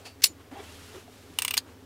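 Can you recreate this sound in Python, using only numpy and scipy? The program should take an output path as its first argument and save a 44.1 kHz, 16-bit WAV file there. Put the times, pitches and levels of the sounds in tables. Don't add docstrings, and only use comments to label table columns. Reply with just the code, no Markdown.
import sys
import numpy as np
from scipy import signal
from scipy.fft import rfft, irfft, next_fast_len
from scipy.io import wavfile
from scipy.ndimage import uniform_filter1d

SR = 44100
rng = np.random.default_rng(int(sys.argv[2]) if len(sys.argv) > 2 else 0)


def generate_wav(sig):
    pcm = np.round(np.clip(np.atleast_2d(sig).T, -1, 1) * 32767).astype(np.int16)
    wavfile.write(sys.argv[1], SR, pcm)


def undo_db(level):
    steps = np.asarray(level, float) / 20
    return 10 ** steps


N = 81585

# f/Hz, level/dB
ROOM_SPECTRUM = [(20, -9), (60, -13), (150, -5), (440, -5.5), (1000, -12), (4000, -20.5), (15700, -30.5),
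                 (16000, -43)]
# f/Hz, width/Hz, level/dB
DRONE = [(261.7, 30.6, -58.5), (410.6, 72, -62), (333, 39, -79.5), (80.8, 9, -60.5)]
# f/Hz, level/dB
HUM = [(100, -59), (82, -63), (13200, -79)]
# t/s, level/dB
PUSH = [(0, -55), (.035, -59), (.051, -57), (0.052, -48.5), (0.066, -45), (.1, -55.5), (.13, -66),
        (.19, -85), (0.211, -54.5)]
# f/Hz, level/dB
PUSH_SPECTRUM = [(250, -16), (650, 0), (1100, -9), (2500, -9.5), (8000, -15.5), (13000, -24.5),
                 (15700, -30), (16000, -58)]
# f/Hz, width/Hz, level/dB
PUSH_SQUEAK = [(4570, 150, -2), (2670, 290, -7.5), (9100, 300, -24)]
# t/s, level/dB, rise/s, rattle decay/s
LET_GO = [
    (0.2202, -34.5, 0.00019, 0.003),
    (0.2237, -34, 0.0011, 0.0043),
    (0.231, -35.5, 0.0022, 0.003),
    (0.2348, -29.5, .001, 0.00204),
]
# f/Hz, width/Hz, level/dB
LET_GO_BODY = [(2300, 1400, -4), (4670, 1140, 3.5), (6100, 770, 1.5), (10600, 2300, -4.5)]
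# f/Hz, level/dB
LET_GO_CRACK = [(800, -36), (1800, 9), (7000, -12), (12000, -7), (13500, -44), (17000, -74)]
# t/s, level/dB, rise/s, rattle decay/s
SNAP = [
    (0.2378, -14.5, 0.0005, 0.0045),
    (0.2405, -5.5, 0.00019, 0.0013),
    (0.243, -8.5, 0.00046, 0.0014),
    (0.2454, -15, 0.000302, 0.0018),
    (0.2491, -22, 0.00038, 0.0016),
    (0.2542, -26.5, .001, 0.0039),
    (0.258, -24.5, 0.0017, 0.004),
    (0.2674, -28.5, 0.0018, 0.0022),
    (0.274, -39, 0.0022, 0.0028),
]
# f/Hz, width/Hz, level/dB
LEVER_BODY = [(1030, 330, -19), (2170, 325, -7.5), (2900, 290, -4), (3723, 500, -1), (4270, 650, 2),
              (5210, 700, 3), (5830, 900, 0.5), (7600, 670, 1), (10940, 2700, -3.5), (11650, 400, -7),
              (14060, 2900, -16.5)]
# f/Hz, level/dB
SNAP_CRACK = [(20, -31), (600, -35), (1500, -32.5), (3000, -11), (15000, 17.5), (16700, -38), (17000, -76)]
# start/s, f/Hz, level/dB, T60/s, muted after/s
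SPRING = [(.2412, 9932, -18.5, .1, .035), (.272, 6950, -41.5, .2, .054), (.2412, 8030, -30, .035, .04),
          (.2412, 5378, -28, .035, .04)]
# f/Hz, level/dB, T60/s
LANDING_RING = [(4040, -2, 0.022), (4356, 2, 0.026), (4900, -8, 0.014), (5190, -2, 0.021), (5730, -5, .018),
                (7600, -6, .014), (11000, -7, 0.0104)]
# t/s, length/s, level/dB, f/Hz
PADS = [(0.3, 0.022, -43, 318), (0.51, .03, -54.5, 265), (0.518, 0.044, -43, 280), (.513, 0.028, -49, 820),
        (0.28, 0.068, -54, 450), (1.3, 0.035, -52, 170), (.555, 0.053, -44, 797), (0.592, 0.032, -40, 406),
        (0.942, 0.066, -38.5, 372), (1.3, 0.021, -46, 310), (1.64, 0.095, -52.5, 312)]
# t/s, level/dB, dullness/0-1
RUB = [(0.361, -76, 0.97), (0.411, -51.5, 0.82), (.44, -68, .8), (.508, -80, .9), (0.513, -47.5, 0.8),
       (.6, -44.5, 0.75), (.64, -47.5, 0.43), (.85, -52, 0.03), (0.962, -46, 0.55), (1.03, -54, .3),
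       (1.065, -61, .4), (1.12, -57, .05), (1.29, -56, 0.34), (1.36, -55, 0.2), (1.394, -56, .25),
       (1.62, -61.5, 0.9), (1.702, -50.5, 0.66), (1.761, -63, 0.82)]
# f/Hz, level/dB
RUB_BRIGHT = [(300, 1), (1000, -2.5), (3000, 0.5), (6000, -3.5), (12000, -9), (15700, -21), (16000, -45)]
# f/Hz, level/dB
RUB_DULL = [(150, -15), (350, 3), (900, -1.5), (2000, -8), (3500, -23.5), (8000, -30), (15700, -48),
            (16000, -59.5)]
# f/Hz, width/Hz, level/dB
RUB_CHIRPS = [(2780, 610, -16), (3320, 790, -16), (1358, 320, -14)]
# t/s, length/s, level/dB, f/Hz
CATCHES = [(0.517, 0.015, -55, 1710), (.545, .02, -56, 1820), (0.554, .022, -56, 3250),
           (0.567, .014, -53.5, 2680), (.596, .02, -55, 3430), (.597, 0.025, -52, 2300),
           (0.592, 0.019, -56, 680), (0.546, .02, -52, 430), (0.652, 0.063, -58, 2654),
           (0.691, 0.025, -54, 2770), (.74, .04, -60, 3270), (0.785, .02, -55, 1395),
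           (.945, 0.041, -49.5, 520), (1.078, .02, -51, 706)]
# t/s, level/dB, slip before drop/s, ring ping/dB, blade hiss/dB
DETENTS = [(1.3874, -13, 0.00035, -2, 1.5), (1.4209, -14.5, 0.00056, 5.5, 5.5),
           (1.449, -15, 0.00043, 3.5, 7), (1.4801, -17, 0.00052, 1, -3), (1.5092, -18.5, .0012, -1.5, 4),
           (1.5406, -17.5, 0.0017, -1, 6), (1.5703, -18, 0.00082, -2, 0)]
# ring level/dB, knock f/Hz, knock level/dB
GRIP = [(-16.5, 940, -24), (-24, 1050, -28.5), (-21, 1020, -25.5), (-22, 1150, -32), (-20.5, 1170, -28),
        (-21.5, 1060, -27), (-22.5, 1000, -30)]
# f/Hz, width/Hz, level/dB
BARREL_BODY = [(2310, 420, -6), (2890, 600, 1), (4100, 1300, -6), (5510, 480, -4), (6590, 1400, -7.5),
               (8670, 670, 0.5), (11230, 1500, -10), (13830, 1200, -5), (15130, 900, -8.5)]
# f/Hz, level/dB, T60/s
BARREL_RING = [(2846, 4, 0.017), (2710, -9.5, 0.054), (2954, -8, .03), (2380, -16.5, 0.055),
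               (1967, -14.5, 0.034), (3352, -7, 0.029), (3520, -12, 0.034), (5000, -9.5, 0.03),
               (8200, -12, .015), (9400, -9.5, .015)]
# f/Hz, level/dB
TICK_CRACK = [(300, -49), (800, 11), (3000, 12.5), (15000, -6), (16700, -19.5), (17000, -70)]
# t/s, level/dB, rise/s, rattle decay/s
RING_STOP = [
    (1.5772, -8.5, .0002, 0.00088),
    (1.581, -20.5, 0.000406, 0.0024),
]
# f/Hz, width/Hz, level/dB
STOP_BODY = [(1790, 100, -13.5), (3070, 300, -0.5), (4260, 620, 3.5), (5010, 310, 3), (6490, 250, 0.5),
             (9000, 1900, 1.5), (11000, 520, -4.5), (11800, 880, -2.5), (15000, 670, -12.5)]
# f/Hz, level/dB, T60/s
STOP_RING = [(1770, -8, 0.02), (2778, -13, 0.084), (4160, -5.5, 0.042), (4660, -4.5, 0.041),
             (5100, -14, 0.13), (6960, 0.5, 0.019), (7634, -9, 0.032)]
# f/Hz, level/dB
WIDTH = [(100, -52), (4000, -38), (6000, -24.5), (11000, -24.5), (13000, -12), (16000, -24)]
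# f/Hz, level/dB
SNAP_WIDTH = [(100, -44), (4000, -40), (5500, -13), (12000, -8), (16000, -10)]

LONGEST_RING_S = 0.04


def evened(x):
    return x / np.sqrt(np.mean(x ** 2) + 1e-20)


def colour(x, points):
    size = next_fast_len(len(x) + 512)
    f_hz, db = np.transpose(points)
    bins_hz = np.fft.rfftfreq(size, 1 / SR)
    gain_db = np.interp(np.log(bins_hz + 1), np.log(f_hz + 1), db)
    return irfft(rfft(x, size) * undo_db(gain_db), size)[:len(x)]


def resonate(x, hz, width_hz):
    r = np.exp(-np.pi * width_hz / SR)
    return signal.lfilter([1 - r, 0, r - 1], [1, -2 * r * np.cos(2 * np.pi * hz / SR), r * r], x)


def add(mix, start_s, sound):
    part = mix[max(round(start_s * SR), 0):][:len(sound)]
    part += sound[:len(part)]


def gritty(size, grit_db, count):
    wander = evened(uniform_filter1d(rng.standard_normal(size), count))
    return rng.standard_normal(size) * undo_db(grit_db * wander)


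def strike(mix, s, db, rise_s, fall_s, body, crack, crack_db, tail_db, tail_s, tail_hz, contact=1.4):
    t = np.arange(4400) / SR
    lead_s = 4 * rise_s
    contacts = gritty(len(t), 1.5, count=10)
    growth = np.exp(np.minimum(t - lead_s, 0) / rise_s)
    push = contacts * np.where(t < lead_s, growth, np.exp((lead_s - t) / fall_s))
    pole = np.exp(-2 * np.pi * tail_hz / SR)
    loose = signal.lfilter([1 - pole], [1, -pole], contacts)
    push = push + loose * undo_db(tail_db) * np.exp((lead_s - t) / tail_s) * (t >= lead_s)
    push = push + contact * (np.arange(len(t)) == round(lead_s * SR))
    sound = undo_db(crack_db) * evened(colour(push, crack))
    for k, (hz, width_hz, mode_db) in enumerate(body):
        sound = sound + (-1) ** k * undo_db(mode_db) * evened(resonate(push, hz, width_hz))
    energy = np.sqrt(SR * (rise_s + fall_s) / 2)
    add(mix, s - lead_s, undo_db(db) * sound * energy / np.linalg.norm(sound))


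def ring(mix, s, db, rise_s, modes):
    t = np.arange(4400) / SR
    tones = sum(undo_db(mode_db - 60 * t / t60_s) * np.sin(2 * np.pi * hz * t) for hz, mode_db, t60_s in modes)
    add(mix, s, undo_db(db) * (1 - np.exp(-t / rise_s)) * tones)


def thump(mix, s, length_s, db, hz):
    t = np.arange(4000) / SR
    noise = resonate(resonate(rng.standard_normal(6000), hz, 100), hz, 100)
    tone_share = 0.6
    tone = tone_share * np.sqrt(2) * np.sin(2 * np.pi * hz * t)
    sound = (1 - tone_share) * evened(noise[2000:]) + tone
    u = np.linspace(0, 1, 2000)
    hump = np.interp(t / length_s, u, np.sin(np.pi * u ** 0.44), 0, 0)
    add(mix, s, undo_db(db) * sound * hump)


def room_tone():
    t = np.arange(N) / SR
    out = undo_db(-56) * evened(colour(rng.standard_normal(N), ROOM_SPECTRUM))
    noise = rng.standard_normal(N)
    for hz, width_hz, db in DRONE:
        out = out + undo_db(db) * evened(resonate(resonate(noise, hz, width_hz), hz, width_hz))
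    for hz, db in HUM:
        out = out + undo_db(db) * np.sqrt(2) * np.sin(2 * np.pi * (hz * t + rng.random()))
    return out


def lever_push():
    t = np.arange(N) / SR
    push_s, push_db = np.transpose(PUSH)
    db = np.interp(t, push_s, push_db, -99, -99)
    slips = gritty(N, 1.1, count=60)
    squeak = sum(undo_db(d) * evened(resonate(slips, hz, width_hz)) for hz, width_hz, d in PUSH_SQUEAK)
    squeak = squeak * undo_db(0.05 * (db - db.max()))
    squeak = squeak * (t > 0.046) * (t < 0.16)
    return undo_db(db) * (evened(colour(slips, PUSH_SPECTRUM)) + squeak)


def lever_snap():
    out = np.zeros(N)
    for row in LET_GO:
        strike(out, *row, LET_GO_BODY, LET_GO_CRACK, crack_db=-5.0, tail_db=-28.0, tail_s=0.01, tail_hz=9000)
    for row in SNAP:
        contact = 2.5 * (row[0] < 0.248)
        strike(out, *row, LEVER_BODY, SNAP_CRACK, crack_db=-4.0, tail_db=-30.5, tail_s=0.021,
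               tail_hz=9000, contact=contact)
    t = np.arange(9000) / SR
    mute_db_per_s = -2500
    for s, hz, db, t60_s, muted_s in SPRING:
        waver_db = 2.1 * evened(uniform_filter1d(rng.standard_normal(len(t)), size=150))
        fade_db = waver_db + db - 60 * t / t60_s + mute_db_per_s * np.maximum(t - muted_s, 0)
        add(out, s, undo_db(fade_db) * (1 - np.exp(-t * 700)) * np.sin(2 * np.pi * hz * t))
    ring(out, 0.2404, -14, 0.00014, LANDING_RING)
    thump_width_s = 0.00048
    add(out, 0.2411, undo_db(-30) * np.exp(-(t / thump_width_s - 3) ** 2))
    return out


def finger_pads():
    out = np.zeros(N)
    for row in PADS:
        thump(out, *row)
    return out


def rubbing():
    t = np.arange(N) / SR
    rub_s, rub_db, rub_dull = np.transpose(RUB)
    dull = np.interp(t, rub_s, rub_dull)
    bright_rub = evened(colour(gritty(N, 1.0, count=500), RUB_BRIGHT))
    dull_rub = evened(colour(gritty(N, 0.52, count=300), RUB_DULL))
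    sound = (1 - dull) * bright_rub + dull * dull_rub
    for hz, width_hz, db in RUB_CHIRPS:
        sound = sound + undo_db(db) * evened(resonate(gritty(N, 5.5, count=900), hz, width_hz))
    return sound * undo_db(np.interp(t, rub_s, rub_db, -99, -99))


def thread_catches():
    out = np.zeros(N)
    for row in CATCHES:
        thump(out, *row)
    return out


def detent_body(ping_db, hiss_db):
    body = []
    for hz, width_hz, db in BARREL_BODY:
        extra_db = hiss_db if hz > 12500 else ping_db if hz > 6000 else 0
        body.append((hz, width_hz, db + extra_db))
    return body


def aperture_ring():
    out = np.zeros(N)
    for (s, db, slip_s, ping_db, hiss_db), (ring_db, knock_hz, knock_db) in zip(DETENTS, GRIP):
        strike(out, s, db - 3.5, slip_s, 0.0022, detent_body(ping_db, hiss_db), TICK_CRACK,
               crack_db=-3.5, tail_db=-9.5, tail_s=0.011, tail_hz=5000)
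        modes = []
        for hz, mode_db, t60_s in BARREL_RING:
            detune, lift = rng.standard_normal(2)
            modes.append((hz * (1 + 0.015 * detune), mode_db + 3 * lift, min(t60_s, LONGEST_RING_S)))
        ring(out, s - slip_s, ring_db, 1.53 * slip_s, modes)
        ring(out, s - slip_s, knock_db, 0.00037, [(knock_hz, 0, 0.014)])
    for row in RING_STOP:
        strike(out, *row, STOP_BODY, TICK_CRACK, crack_db=-4.5, tail_db=-12.0, tail_s=0.006, tail_hz=9000)
    modes = [(hz, db, min(t60_s, LONGEST_RING_S)) for hz, db, t60_s in STOP_RING]
    ring(out, 1.5771, -20.5, 0.00018, modes)
    return out


def table_reflections(hits):
    t = np.arange(8000) / SR
    t60_s, onset_s = 0.063, 0.0045
    tail = rng.standard_normal(8000) * undo_db(-60 * t / t60_s) * np.minimum(t / onset_s, 1)
    return undo_db(-16) * signal.fftconvolve(hits, tail / np.linalg.norm(tail))[:N]


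def scene():
    snap = lever_snap()
    hits = snap + aperture_ring()
    mid = hits + table_reflections(hits)
    mid = mid + room_tone() + lever_push() + finger_pads() + rubbing() + thread_catches()
    scatter = evened(uniform_filter1d(rng.standard_normal(N), size=16))
    side = colour(mid * scatter, WIDTH) + colour(snap * scatter, SNAP_WIDTH)
    return np.array([mid + side, mid - side])


def roll_off(x):
    return signal.sosfilt(signal.butter(12, 16800, fs=SR, output="sos"), x)


def record(dry):
    lowpass = signal.firwin(255, 16750, window=("kaiser", 9), fs=SR)
    band = signal.oaconvolve(dry, lowpass[None], "same")
    return roll_off(np.clip(band, -1, 1))


dry = scene()
out = record(dry)
generate_wav(out)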